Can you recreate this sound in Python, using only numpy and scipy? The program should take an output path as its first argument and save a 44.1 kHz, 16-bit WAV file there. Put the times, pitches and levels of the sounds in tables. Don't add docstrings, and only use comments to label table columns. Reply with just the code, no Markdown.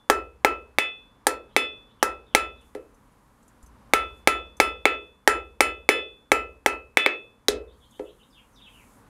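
import sys
import numpy as np
from scipy import signal
from scipy.fft import rfft, irfft
from scipy.io import wavfile

SR = 44100
rng = np.random.default_rng(int(sys.argv[2]) if len(sys.argv) > 2 else 0)


def rack_gain(trim_db):
    fader = np.asarray(trim_db, float)
    return 10 ** (fader / 20)


def digitize_waveform(pressure):
    field = np.atleast_2d(pressure).T
    bounded = np.clip(field, -1, 1)
    quanta = np.round(bounded * 32767).astype(np.int16)
    wavfile.write(sys.argv[1], SR, quanta)


N = 400847

# (time [s], level [dB])
TRAFFIC_COLOUR = [(12, -45), (20, -14), (48, -2.5), (80, -14), (114, -6), (145, -13), (234, -8),
                  (304, -11.5), (342, -19), (501, -15.5), (668, -21), (1000, -14.5), (2540, -32),
                  (6000, -41), (7800, -66.5), (13200, -120)]
TRAFFIC_SWELL = [(0, -64), (1.2, -61.5), (3.4, -61.5), (3.9, -57.5), (5.2, -64.5), (7.3, -64.5), (8.3, -63),
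                 (9.09, -57.5)]
# (frequency [Hz], level [dB per Hz])
RUSTLE_COLOUR = [(4000, -15), (5900, -10), (6300, -4), (7500, -4), (7900, -4.5), (11900, -3), (12400, -11),
                 (15500, -12), (16200, -36)]
# (time [s], length [s], added rustle [dB])
STIRS = [
    (2.583, 0.17, 5),
    (2.57, 1.7, 4.5),
    (7.706, 1.34, 7),
    (4.135, 0.11, 9),
    (7.88, 0.22, 4.5),
    (8.66, 0.67, 7),
]

# (time [s], lowest pitch [Hz], level [dB])
CHIRPS = [(1.48, 3080, -67.5), (1.72, 3100, -72.5), (1.866, 3000, -69), (1.98, 2920, -65.5),
          (7.674, 3220, -65.5), (7.80, 3110, -61), (7.912, 3050, -60), (8.043, 2880, -57.5),
          (8.183, 2820, -60)]
# (time [s], length [s], middle pitch [Hz], level [dB])
SLIDES = [(2.259, 0.12, 3100, -64), (2.563, 0.068, 3350, -67), (8.298, .04, 4630, -71),
          (8.327, 0.077, 3020, -56), (8.527, 0.043, 5430, -66), (8.558, 0.058, 3240, -58),
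          (8.613, 0.076, 3140, -53), (8.715, .12, 2620, -59.5)]
# (frequency [Hz], level [dB per Hz])
HOARSENESS = [(20, 0), (250, 0), (500, -15), (900, -80)]

# (time [s], peak level [dB], pitch [Hz])
TICKS = [(2.6114, -61.5, 9400), (2.9442, -61.5, 6200), (3.1198, -67.5, 9810), (3.4285, -59, 7990),
         (3.48, -54, 7060), (3.6279, -52, 7210), (3.662, -53, 6270), (4.5685, -51, 6210),
         (7.9094, -55.5, 6584)]
# (frequency [Hz], level [dB per Hz])
TICK_HISS = [(3000, -29.0), (6500, 1.5), (12000, -1.5), (14000, -26.0)]

# (frequency [Hz], level [dB])
ROOM_T60 = [(120, 0.033), (400, 0.43), (800, 0.24), (1500, 0.19), (2500, 0.2), (4000, 0.14), (7000, 0.11),
            (14000, 0.053)]
ROOM_LEVEL = [(120, -20.5), (230, -12), (400, -14), (800, -13), (1500, -8), (2500, -14), (4000, -13),
              (8000, -7.5), (15000, -10.5)]

# (frequency [Hz], level [dB], t60 [s])
FLOOR = [(47, 1.5, 0.31), (59, 7, 0.79), (75.5, 2, 1)]
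# (time [s], level [dB])
STEPS = [
    (3.62, -54),
    (8.78, -64.5),
]

# (time [s], weight driven through the iron [dB], steel meeting steel [dB],
# sharpness of the edge [dB], reach toward the heel [dB])
BLOWS = [(0.0995, 4, -5.5, 3, -17.5), (0.4477, 2.5, -3, -1, -15), (0.7856, -11, 3.5, -4.5, 11),
         (1.2686, -1, -16.5, 6.5, -12), (1.5646, -7.5, 4, -1.24, 12.5), (2.028, 1.5, -10.5, 2.5, -11),
         (2.3494, 1, 2, 4, 2), (3.936, 4.5, 2.5, 2, 5.5), (4.274, 3.5, 4, 2, 6.5), (4.601, 2, 4.5, 3.5, 6),
         (4.855, -1.44, 3, -7, 6), (5.2758, 2.5, 1.04, 4.5, -3.5), (5.6064, -1, 6.5, 4.5, 0.6),
         (5.8902, -6, 10, 0, 13), (6.3181, 1, 3, 0.24, -16.5), (6.6616, -2.5, -3.5, -1, -30),
         (6.9719, -9.5, 7, -7, 14.5), (7.0623, -11, -8, -53.5, 2)]
# (time [s], knock level [dB], push into the stump [dB], face pitch [Hz])
RESTS = [
    (2.75, -38.5, -40, 2000),
    (7.484, -5.5, -23, 3930),
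    (7.9947, -44.5, -38, 2040),
]
BLOW_ANSWER = {"face": (-3.4, 0.31, .65, -0.14, -0.017), "iron": (-6.5, 0.55, 0.04, 0.29, -0.1),
               "crack": (-19, 0, 0, 1, 0), "stump": (-22, 0.5, 0.58, -0.22, -0.1633),
               "bending": (-14.5, 1, 0.27, 0, 0), "twist": (-26, 0, 1, 0, 0),
               "second": (-19, -0.18, 0.6, -0.08, -0.01), "heel": (-34.5, 0, 0, 0, 1),
               "overtones": (-60, -0.2, 0.5, 1.32, 0), "floor": (-48, 1.06, 0.5, 0.5, -0.14),
               "rocking": (-30, 0.25, -0.63, 0.17, 0.16)}
REST_ANSWER = {"face": (0, 1, 0), "iron": (-24, 0, 0.35), "crack": (-11.5, 1.1, 0), "stump": (0, 0, 1),
               "bending": (-28.5, 0.55, 0), "twist": (-35, .7, 0), "second": (-30.5, .7, 0),
               "heel": (-64.5, 0.4, 0), "overtones": (-63, .8, 0), "floor": (-14.5, 0, 1.2),
               "rocking": (1.5, 0, 0.82)}
# (edge over steel [dB], pitch [Hz])
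FACE_PITCH = [(1.5, 2210), (7, 1200)]

# (frequency [Hz], level [dB], t60 [s])
ROCKING = [(303, -13, .2), (345, -15, .18), (420, -4, .2), (510, -6, .2)]
BENDING = [(1254, -8, .25), (1332, 1.5, .255)]
TWIST = [(1752, -3, .22), (2020, 0, .25), (2295, -9, .18), (2999, -6, .26), (3100, -11, .16)]
SECOND_BENDING = [(2496, -13, .36), (2599, 0, .33)]
HEEL = [(3471, 0, .48)]
# (frequency [Hz], level [dB])
OVERTONES = [(4016, -9), (4210, -9), (4317, -3), (4382, -7), (5146, 2), (5696, -7), (6944, -3), (7267, 1),
             (7494, -5), (7590, -6), (8140, -4), (8236, -6), (8840, -7), (9227, -2), (9636, -4), (9991, 4),
             (10497, 0), (11585, -8), (12500, -10), (13329, -6)]
# (time [s], bending, twist, second, heel, overtones [dB])
EARLIER_BLOW = (-.3, -60, -70, -38, -24, -90)

# (share of face pitch [ratio], level [dB], t60 [s])
FACE = [(1.0, 1, 0.012), (.55, -4, 0.0034), (1.45, -11, 0.0063), (1.6, -11.5, 0.0066)]
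# (frequency [Hz], level [dB], t60 [s])
IRON = [(855, -3, 0.029), (560, -22, 0.0022), (1704, -8, 0.025)]
STUMP = [(230, -15, .05), (320, -11, 0.025), (422, 3, 0.07), (510, -5, .05), (640, -6, .03)]
# (frequency [Hz], level [dB per Hz])
CRACK_COLOUR = [(1760, -24.5), (3000, 1), (5230, -3.5), (5820, 2.5), (7060, -9), (9190, -3), (15000, -16.5),
                (16500, -23.5)]


def at_hz(points, hz):
    table = np.array(points)
    return np.interp(np.log(hz), np.log(table[:, 0]), table[:, 1])


def clicks(seconds, sizes):
    out = np.full(N, 1e-18)
    out[np.round(np.asarray(seconds) * SR).astype(int)] = sizes
    return out


def die_away(x, t60):
    return signal.lfilter([1], [1, -rack_gain(-60 / (t60 * SR))], x)


def ring(x, hz, t60):
    radius = rack_gain(-60 / (t60 * SR))
    turn = 2 * np.pi * hz / SR
    return signal.lfilter([0, np.sin(turn)], [1, -2 * radius * np.cos(turn), radius ** 2], x)


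def since_blow(seconds):
    t = np.arange(N) / SR
    last = np.maximum(np.searchsorted(seconds, t) - 1, 0)
    return last, t - seconds[last]


def strike(modes, seconds, db, spread_db, pitch=1):
    luck = rng.standard_normal((len(seconds), len(modes)))
    pitches = pitch * np.ones(len(seconds))
    last, since = since_blow(seconds)
    since = np.maximum(since, 0)
    out = np.zeros(N)
    for k, (hz, level_db, t60) in enumerate(modes):
        live = since < 1.15 * t60
        blow, age = last[live], since[live]
        start_db = (db + level_db + spread_db * luck[:, k])[blow]
        size = rack_gain(start_db - 60 * age / t60)
        out[live] -= size * np.sin(2 * np.pi * hz * pitches[blow] * age)
    return out


def coloured(spectrum):
    hz = np.maximum(np.fft.rfftfreq(N, 1 / SR), 1)
    x = irfft(rfft(rng.standard_normal(N)) * rack_gain(at_hz(spectrum, hz)), N)
    return x / x.std()


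def contacts(*parts):
    blows, rests = np.array(BLOWS), np.array(RESTS)
    bite_db, bite_hz = np.transpose(FACE_PITCH)
    edge_over_steel = blows[:, 3] - blows[:, 2]
    s = np.r_[blows[:, 0], rests[:, 0]]
    hz = np.r_[np.interp(edge_over_steel, bite_db, bite_hz), rests[:, 3]]
    levels = []
    for part in parts:
        blow, rest = BLOW_ANSWER[part], REST_ANSWER[part]
        blow_db = blow[0] + blows[:, 1:] @ blow[1:]
        rest_db = rest[0] + rests[:, 1:3] @ rest[1:]
        levels.append(np.r_[blow_db, rest_db])
    return np.array([s, hz, *levels])[:, np.argsort(s)]


def air():
    rustle_db, edge_s = -79, 0.09
    t = np.arange(N) / SR
    traffic = coloured(TRAFFIC_COLOUR) * rack_gain(np.interp(t, *np.transpose(TRAFFIC_SWELL)) + 2.5)
    stir_db = np.zeros(N)
    for s, length, db in STIRS:
        stir_db += db * np.clip(np.minimum(t - s, s + length - t) / edge_s, 0, 1)
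    return traffic + coloured(RUSTLE_COLOUR) * rack_gain(rustle_db + stir_db)


def bird():
    out, hoarse = np.zeros(N), coloured(HOARSENESS)
    notes = [(s, 0.058, hz, db, 1.14, 1.48) for s, hz, db in CHIRPS]
    notes += [(*slide, 1.19, 0.71) for slide in SLIDES]
    for s, length, middle_hz, db, start, end in notes:
        i = int(s * SR)
        u = np.arange(int(length * SR)) / (length * SR)
        hz = middle_hz * np.interp(u, [0, 0.6, 1], [start, 1, end])
        swell = rack_gain(db) * np.sqrt(np.sin(np.pi * u))
        whistle = swell * np.sin(2 * np.pi * np.cumsum(hz) / SR)
        out[i:i + len(u)] += whistle * (1 + 1.1 * hoarse[i:i + len(u)])
    t = np.arange(SR // 2) / SR
    yard = rng.standard_normal(len(t)) * rack_gain(-29 - 60 * t / 0.27)
    return 0.56 * out + signal.fftconvolve(out, yard)[:N]


def ticks():
    out, hiss = np.zeros(N), coloured(TICK_HISS)
    for s, db, hz in TICKS:
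        click = clicks([s], rack_gain(db))
        out += 0.62 * ring(click, hz, 0.07)
        out += 0.5 * hiss * die_away(click, 0.085)
    return out


def room(x):
    out, white = 0, rng.standard_normal((2, N))
    edges = 100 * 2 ** np.arange(0, 7.5, 1 / 3)
    build = np.exp(-1 / (0.00043 * SR))
    for k, (low, high) in enumerate(zip(edges, edges[1:])):
        band = signal.butter(2, [low, high], "band", fs=SR, output="sos")
        given, noise = signal.sosfilt(band, [x, white[k % 2]])
        keep = rack_gain(-120 / (at_hz(ROOM_T60, low) * SR))
        poles = np.convolve([1, -keep], [1, -build])
        stored = signal.lfilter([(1 - keep) * (1 - build)], poles, given ** 2)
        out = out + rack_gain(at_hz(ROOM_LEVEL, low)) * np.sqrt(np.abs(stored)) * noise / noise.std()
    return out


def thuds():
    s, _, db = contacts("floor")
    s, db = np.c_[[s, db], np.transpose(STEPS)]
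    soften = signal.butter(2, 75, fs=SR, output="sos")
    push = signal.sosfilt(soften, clicks(s + 0.01, rack_gain(db)))
    return sum(rack_gain(level_db) * ring(push, hz, t60) for hz, level_db, t60 in FLOOR)


def anvil(ring_db=0.7):
    s, _, *levels = contacts("bending", "twist", "second", "heel", "overtones")
    s, *fed_db, overtones_db = np.c_[EARLIER_BLOW, [s, *levels]]
    families = BENDING, TWIST, SECOND_BENDING, HEEL
    rings = sum(strike(modes, s, db + ring_db, spread_db=0.5) for modes, db in zip(families, fed_db))
    overtones = [(hz, db, 0.175 * (5000 / hz) ** 0.3) for hz, db in OVERTONES]
    rings += strike(overtones, s, overtones_db + 21, spread_db=4)
    held = [(hz, db, 0.7 * t60) for hz, db, t60 in overtones[::3]]
    grip = rng.uniform(0.88, 1.12, len(s))
    rings += strike(held, s, overtones_db + 22, spread_db=5, pitch=grip)
    _, since = since_blow(s)
    return rings * (1 - 0.75 * np.exp(-since / 0.01))


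def knocks():
    parts = "face", "iron", "crack", "stump", "rocking"
    s, face_hz, face_db, iron_db, crack_db, stump_db, rocking_db = contacts(*parts)
    burst = die_away(clicks(s, rack_gain(crack_db + 5)), 0.025)
    burst += die_away(clicks(s, rack_gain(crack_db + 6)), 0.0014)
    face = strike(FACE, s, face_db + 3, spread_db=1.5, pitch=face_hz)
    iron = strike(IRON, s, iron_db + 2, spread_db=1.5)
    stump = strike(STUMP, s + 0.003, stump_db + 8, spread_db=2.5)
    stump += strike(ROCKING, s + 0.0033, rocking_db + 4.5, spread_db=3)
    knock = face + iron + stump + burst * coloured(CRACK_COLOUR)
    no_bass = signal.butter(3, 310, "high", fs=SR, output="sos")
    return signal.sosfilt(no_bass, knock)


def scene():
    knock = knocks()
    quiet = air() + bird() + ticks()
    return (quiet + rack_gain(5) * room(knock) + thuds() + anvil() + knock)[None]


def gain_control(x, above_db, share, release_db_per_s, attack_s):
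    climb = release_db_per_s * np.arange(N) / SR
    excess = share * np.maximum(20 * np.log10(np.abs(x) + 1e-9) - above_db, 0)
    held = np.maximum.accumulate(excess + climb, axis=-1) - climb
    keep = np.exp(-1 / (attack_s * SR))
    return x * rack_gain(-signal.lfilter([1 - keep], [1, -keep], held))


def roll_off(x):
    return signal.sosfilt(signal.butter(12, 16840, fs=SR, output="sos"), x)


def record(dry):
    held = gain_control(dry, above_db=-17.5, share=0.33, release_db_per_s=90.0, attack_s=0.004)
    overloaded = np.clip(held, -0.97, 0.97)
    top_cut = signal.cheby2(8, 40, 16900, fs=SR, output="sos")
    mix = np.clip(signal.sosfilt(top_cut, overloaded), -1, 1)
    return roll_off(mix)


dry = scene()
out = record(dry)
digitize_waveform(out)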